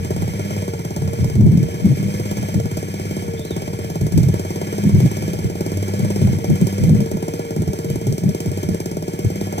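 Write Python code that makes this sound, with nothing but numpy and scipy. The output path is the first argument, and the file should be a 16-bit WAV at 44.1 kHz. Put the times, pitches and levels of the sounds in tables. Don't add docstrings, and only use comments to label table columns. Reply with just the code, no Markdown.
import sys
import numpy as np
from scipy import signal
from scipy.fft import rfft, irfft
from scipy.io import wavfile
from scipy.ndimage import uniform_filter1d, minimum_filter1d

SR = 44100
rng = np.random.default_rng(int(sys.argv[2]) if len(sys.argv) > 2 else 0)


def generate_wav(sig):
    pcm = np.round(np.clip(np.atleast_2d(sig).T, -1, 1) * 32767).astype(np.int16)
    wavfile.write(sys.argv[1], SR, pcm)


N = 423360
TIME = np.arange(N) / SR
FREQ = np.maximum(np.arange(N // 2 + 1) * SR / N, 1)


def undb(db):
    return 10 ** (np.asarray(db) / 20)


def unit(x):
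    return x / np.sqrt(np.mean(x ** 2))


def curves(table):
    seconds, *columns = np.transpose(table)
    return [np.interp(TIME, seconds, column) for column in columns]


def walk(rate_hz):
    hold = max(int(SR / rate_hz), 1)
    steps = np.repeat(rng.standard_normal(N // hold + 1), hold)
    return unit(uniform_filter1d(uniform_filter1d(steps, hold), hold)[:N])


def resonances(table, hz):
    power = 0
    for center_hz, width_hz, db in table:
        offset = (hz / center_hz - center_hz / hz) * center_hz / width_hz
        power = power + undb(2 * db) / (1 + offset ** 2 * 2) ** 1.3
    return np.sqrt(power)


def shape(x, gain):
    return irfft(rfft(x) * gain, N)


# frequency in Hz, phase lag in radians.
PORT_LAG = [(0, 0), (400, 1.1), (1000, 2.5), (1250, 3.2), (2000, 6.1), (2800, 9.4), (3700, 12.3),
            (5200, 15.8), (7000, 22.0), (9200, 28.4), (16000, 47.2)]


def ports(x):
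    lag = np.interp(FREQ, *np.transpose(PORT_LAG))
    return np.array([x, shape(x, np.exp(-1j * lag))])


# frequency in Hz, share of the power from 0 to 1.
UNALIKE = [(100, 0.13), (1250, 0), (1650, 0.27), (2300, 0.3), (2800, 0.01), (3400, 0.04), (5100, 0.09),
           (7600, 0.22), (16000, 0.8)]


def turbulence(envelope, gain):
    own = np.clip(np.interp(FREQ, *np.transpose(UNALIKE)), 0, 1)
    direct = ports(shape(envelope * rng.standard_normal(N), gain * np.sqrt(1 - own)))
    separate = shape(envelope * rng.standard_normal((2, N)), gain * np.sqrt(own))
    return unit(direct + separate)


def strikes(times, sizes, response):
    train = np.zeros(N)
    train[np.clip(times * SR, 0, N - 1).astype(int)] = sizes
    return signal.oaconvolve(train, response)[:N]


def burst(rise_s, decay_s):
    t = TIME[:SR // 10]
    return (1 - np.exp(-t / rise_s)) * np.exp(-t / decay_s)


# time in seconds, firings per second in Hz.
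IDLE_SPEED = [(0.0, 17.277), (1.0, 17.673), (1.44, 18.316), (1.94, 17.184), (2.0, 18.089), (2.24, 17.282),
              (3.04, 17.766), (3.34, 17.515), (4.44, 18.431), (4.56, 17.964), (5.76, 18.315),
              (6.36, 17.546), (7.1, 18.115), (7.5, 17.656), (8.38, 18.031), (8.56, 17.237), (9.0, 18.167),
              (9.6, 17.788)]
START_TURN = 0.188


def firing_times(jitter_s=0.0002):
    turns = START_TURN + np.cumsum(curves(IDLE_SPEED)[0]) / SR
    times = np.interp(np.arange(1, int(turns[-1]) + 1), turns, TIME)
    return times + jitter_s * rng.standard_normal(len(times))


# frequency in Hz, time to fade by 60 dB in seconds, relative level in dB.
EXHAUST_MODES = [(98.3, 0.2, -23.5), (145.2, 0.23, -36), (161.8, 0.12, -19), (192, 0.25, -38.5),
                 (292, 0.0095, -25.5), (331, 0.056, -23), (368.4, 0.061, -21.5), (624.6, 0.051, -32),
                 (826, 0.0058, -35)]
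# time in seconds, hardness in dB.
THUD_HARDNESS = [(0, 0), (2.3, -1), (4.5, 2), (9.6, 3.5)]


def exhaust(times, force_db, late_cycles=0.87, mode_scatter_db=0.5, low_cut_hz=70, hard_hz=170):
    t, thud = TIME[:SR // 5], 0
    hardness_db = np.interp(times, *np.transpose(THUD_HARDNESS))
    for hz, fade_s, mode_db in EXHAUST_MODES:
        ring = np.sin(2 * np.pi * hz * t) * np.exp(-np.log(1000) * t / fade_s)
        tilt = np.clip(np.log(hz / hard_hz) * 2, -1, 1)
        scatter_db = mode_scatter_db * rng.standard_normal(len(times))
        sizes = undb(mode_db + force_db + hardness_db * tilt + scatter_db)
        delay_s = late_cycles * (1 / hz - 1 / EXHAUST_MODES[-1][0])
        thud = thud + strikes(times + delay_s, sizes, ring)
    low_cut = signal.butter(4, low_cut_hz, "high", fs=SR, output="sos")
    return ports(signal.sosfilt(low_cut, thud))


# frequency in Hz, width in Hz, relative level in dB.
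BODY_MODES = [(104.3, 41, -4), (139, 20, -25), (201.2, 23, 1), (311, 17, -6), (383, 104, -1),
              (457.4, 34, 0), (597.4, 65, -5.5), (767, 180, -14.5), (940, 114, -17.5), (1394, 49, -20)]
# time in seconds, relative level of the exhaust bark in dB, level of the casing rattle in dB.
FIRING_LEVEL = [(0, -36, -42.5), (1.2, -38, -44), (1.45, -43, -46), (2.05, -43.5, -46.5),
                (2.45, -36.5, -42.5), (3.15, -44, -45.5), (3.6, -36.5, -42.5), (4.15, -39.5, -40),
                (4.7, -35.5, -43), (5.45, -40.5, -42), (6.4, -35, -40.5), (6.85, -41, -41),
                (7.8, -37.5, -42), (8.15, -46, -41.5), (8.8, -39, -41), (9.35, -43.5, -43),
                (9.6, -31.5, -43.5)]


def gas(times, force_db, puff_db=2.5, rumble_db=-37, puff_low_hz=560):
    body = resonances(BODY_MODES, FREQ)
    gate = strikes(times, undb(force_db), burst(rise_s=0.0001, decay_s=0.018))
    low_cut = 1 / np.sqrt(1 + (puff_low_hz / FREQ) ** 6)
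    puff = turbulence(gate, body * low_cut)
    rumble = turbulence(undb(1.2 * walk(6)), body)
    return puff * undb(curves(FIRING_LEVEL)[0] + puff_db) + rumble * undb(rumble_db)


# start in seconds, length in seconds, drop in Hz that it would settle at if the load stayed on.
ROTOR_LOADS = [(0.561, 0.38, 27.97), (1.21, 0.26, 32.15), (2.4, 0.22, 29.7), (3.14, 0.35, 27.5),
               (3.749, 0.38, 22.92), (5.239, 0.24, 27.7), (6.27, 0.16, 32.5), (6.86, 0.3, 28.26),
               (7.4, 0.3, 24.4), (7.91, 0.34, 21.8), (8.571, 0.4, 23.62)]
START_HZ, FREE_HZ, INERTIA_S = 90.7, 104.05, 0.43


def rotor_speed():
    def settle(start_s):
        return 1 - np.exp(-np.maximum(TIME - start_s, 0) / INERTIA_S)
    sag_hz = sum(drop_hz * (settle(s) - settle(s + length_s)) for s, length_s, drop_hz in ROTOR_LOADS)
    return START_HZ + (FREE_HZ - START_HZ) * settle(0) - sag_hz


# frequency in Hz, width in Hz, relative level in dB.
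CASING_MODES = [(1204, 770, -0.5), (1704, 46, 4), (2248, 505, 3.5), (3054, 360, -1.5), (3190, 256, -4.5),
                (4680, 1830, -9.5), (5358, 420, -2), (6030, 1840, -6), (7090, 295, -2), (8207, 470, -4.5),
                (9100, 750, -11.5), (9810, 250, -8), (10840, 720, -13.5), (11880, 600, -9.5),
                (12620, 510, -8), (14100, 940, -11.5), (14400, 580, -37)]
# time in seconds, then relative levels in dB of the low drone, the upper whine and the hiss.
ROTOR_CARRY = [(0, 4.5, 2, -40), (1.5, 0.5, 0, -40), (3.3, -0.5, -1.5, -41), (4.3, 2, -4, -40),
               (5.5, 1.5, 1, -40.5), (6.8, 7, 2.5, -40), (7.4, -9, 6, -41.5), (8.3, 2, -2, -41.5),
               (9.6, -1, -2, -41.5)]
USUAL_HZ, DRONE_DB_PER_HZ, HISS_DB_PER_HZ = 95, 0.5, 0.3456


def casing(times, force_db, rotor_hz, hiss_db=1.5, rattle_low_hz=5000, tail_db=-14):
    colour = resonances(CASING_MODES, FREQ)
    hiss = turbulence(undb(1.05 * walk(90)), colour)
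    sizes = undb(force_db + 1.8 * rng.standard_normal(len(times)))
    snap = burst(rise_s=0.0002, decay_s=0.0034)
    tail = undb(tail_db) * burst(rise_s=0.0025, decay_s=0.042)
    gate = strikes(times, sizes, snap + tail)
    low_cut = 1 / np.sqrt(1 + (rattle_low_hz / FREQ) ** 4)
    rattle = turbulence(gate, colour * low_cut)
    rush_db = curves(ROTOR_CARRY)[2] + HISS_DB_PER_HZ * (rotor_hz - USUAL_HZ)
    return hiss * undb(rush_db + hiss_db) + rattle * undb(curves(FIRING_LEVEL)[1])


HUM_PARTIALS = [-28.5, -31, -36, -50, -33, -48.5]


def hum(rotor_hz, flutter_db=2.5, direct=0.21):
    hz = rotor_hz * (1 + 0.002 * walk(25))
    phase = 2 * np.pi * np.cumsum(hz) / SR
    body = direct + resonances(BODY_MODES, FREQ)
    drone_db, whine_db, _ = curves(ROTOR_CARRY)
    drone_db = drone_db + DRONE_DB_PER_HZ * (rotor_hz - USUAL_HZ)
    tone = 0
    for k, partial_db in enumerate(HUM_PARTIALS, 1):
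        level_db = partial_db + (drone_db if k <= 2 else whine_db) + flutter_db * walk(12)
        tone = tone + undb(level_db) * np.interp(k * hz, FREQ, body) * np.sin(k * phase)
    return ports(tone)


# frequency in Hz, relative level in dB.
WIND_COLOUR = [(20, -24), (45, -15.5), (65, -14), (90, 0), (130, 3.5), (200, -0.5), (250, -17), (330, -21),
               (450, -38.5), (700, -49.5), (1500, -76)]
# time in seconds, relative level in dB.
BREEZE_LEVEL = [(0, -33.5), (4.8, -35), (7.4, -42), (9.6, -41)]
# time in seconds, relative peak level in dB, seconds from the peak until the power
# falls to 37 percent, brightness as twice the dB by which small eddies are weighted over large ones.
WIND_THUMPS = [(0.22, -17.5, 0.067, -31), (1.06, -16.5, 0.048, -12), (1.238, -9.5, 0.036, -13),
               (1.423, -3, 0.046, -5), (1.463, -2.5, 0.026, -22), (1.55, -6, 0.053, 25),
               (1.636, -11, 0.028, 5), (1.861, -3.5, 0.02, 21), (1.918, -6, 0.018, 9),
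               (2.033, -14.5, 0.051, 14), (2.405, -18, 0.03, 13), (2.576, -10.5, 0.029, 6),
               (2.655, -13.5, 0.012, -4), (4.04, -9.5, 0.02, -15), (4.177, -6, 0.03, -6),
               (4.27, -8.5, 0.053, -12), (4.865, -5.5, 0.018, 19), (4.958, -2.5, 0.028, -17),
               (5.05, -4, 0.02, -1), (5.3, -22, 0.13, 9), (5.461, -11.5, 0.014, -15), (6.03, -12, 0.033, 8),
               (6.255, -7.5, 0.04, 5), (6.34, -15, 0.057, 10), (6.516, -6.5, 0.023, 11),
               (6.635, -5.5, 0.017, 15), (6.833, -9.0, 0.022, -8), (6.92, -2.5, 0.039, 8),
               (7.007, -10, 0.024, 15), (7.148, -14, 0.014, 7), (7.602, -12, 0.025, 14),
               (7.693, -10.5, 0.013, -3), (7.92, -17.5, 0.047, -9), (8.099, -11, 0.032, 10),
               (8.268, -7.5, 0.03, 28), (8.49, -11.5, 0.021, 30), (8.709, -13, 0.028, 7),
               (9.262, -8.2, 0.013, -10)]


def wind(db=-3.5, split_hz=150, own_share=0.32, edge_hz=300, edge_db=6):
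    hz, wind_db = np.transpose(WIND_COLOUR)
    colour = undb(np.interp(np.log(FREQ), np.log(hz), wind_db))
    shared = np.sqrt(1 - own_share) * rng.standard_normal(N)
    separate = np.sqrt(own_share) * rng.standard_normal((2, N))
    air = shape(shared + separate, colour)
    air = air / np.sqrt(uniform_filter1d(np.mean(air ** 2, axis=0), size=1800))
    low = shape(air, 1 / (1 + (FREQ / split_hz) ** 4))
    low_power = high_power = undb(2 * (curves(BREEZE_LEVEL)[0] + 4.0 * walk(9.3)))
    for s, peak_db, length_s, brightness in WIND_THUMPS:
        swell = np.exp(-np.minimum(((TIME - s) / length_s) ** 2, 50))
        power = undb(2 * (peak_db + db)) * swell
        high_share = 1 / (1 + undb(-brightness))
        low_power = low_power + 2 * power * (1 - high_share)
        high_power = high_power + 2 * power * high_share
    edge = shape(air, 1 / (1 + (edge_hz / FREQ) ** 6)) * undb(edge_db) * (low_power + high_power)
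    return low * np.sqrt(low_power) + (air - low) * np.sqrt(high_power) + edge


# time in seconds, pitch in Hz, relative level in dB.
CHIRP_PATH = [(3.33, 3150, -64), (3.38, 3470, -45), (3.43, 3646, -45), (3.46, 4080, -47), (3.5, 3970, -45),
              (3.52, 3660, -43), (3.56, 3270, -58)]
CHIRP_ROUGH, CHIRP_FLICKER_DB = 0.03, 3.5


def bird(echo_db=-3, echo_s=0.042):
    hz, db = curves(CHIRP_PATH)
    sounding = (TIME > CHIRP_PATH[0][0]) & (TIME < CHIRP_PATH[-1][0])
    level = sounding * undb(db + CHIRP_FLICKER_DB * walk(120))
    phase = 2 * np.pi * np.cumsum(hz * (1 + CHIRP_ROUGH * walk(300))) / SR
    call = level * np.sin(phase)
    tail = rng.standard_normal((2, SR // 4)) * np.exp(-TIME[:SR // 4] / echo_s)
    tail = tail / np.sqrt(np.sum(tail ** 2, axis=1, keepdims=True))
    return call + undb(echo_db) * signal.oaconvolve(call[None], tail, axes=1)[:, :N]


UNEVEN_DB = 1.4


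def scene():
    times, rotor_hz = firing_times(), rotor_speed()
    force_db = UNEVEN_DB * rng.standard_normal(len(times))
    engine = exhaust(times, force_db) + gas(times, force_db) + casing(times, force_db, rotor_hz)
    return engine + hum(rotor_hz) + wind() + bird()


def record(dry, ceiling=1.0, hold_s=0.037, top_hz=15800):
    dry = signal.sosfilt(signal.butter(2, 30, "high", fs=SR, output="sos"), dry)
    hold = max(int(hold_s * SR), 1)
    safe_gain = np.minimum(1, ceiling / (np.abs(dry).max(axis=0) + 1e-9))
    limited = dry * uniform_filter1d(minimum_filter1d(safe_gain, hold), hold)
    return signal.sosfilt(signal.ellip(10, 0.2, 80, top_hz, fs=SR, output="sos"), limited)


dry = scene()
out = record(dry)
generate_wav(out)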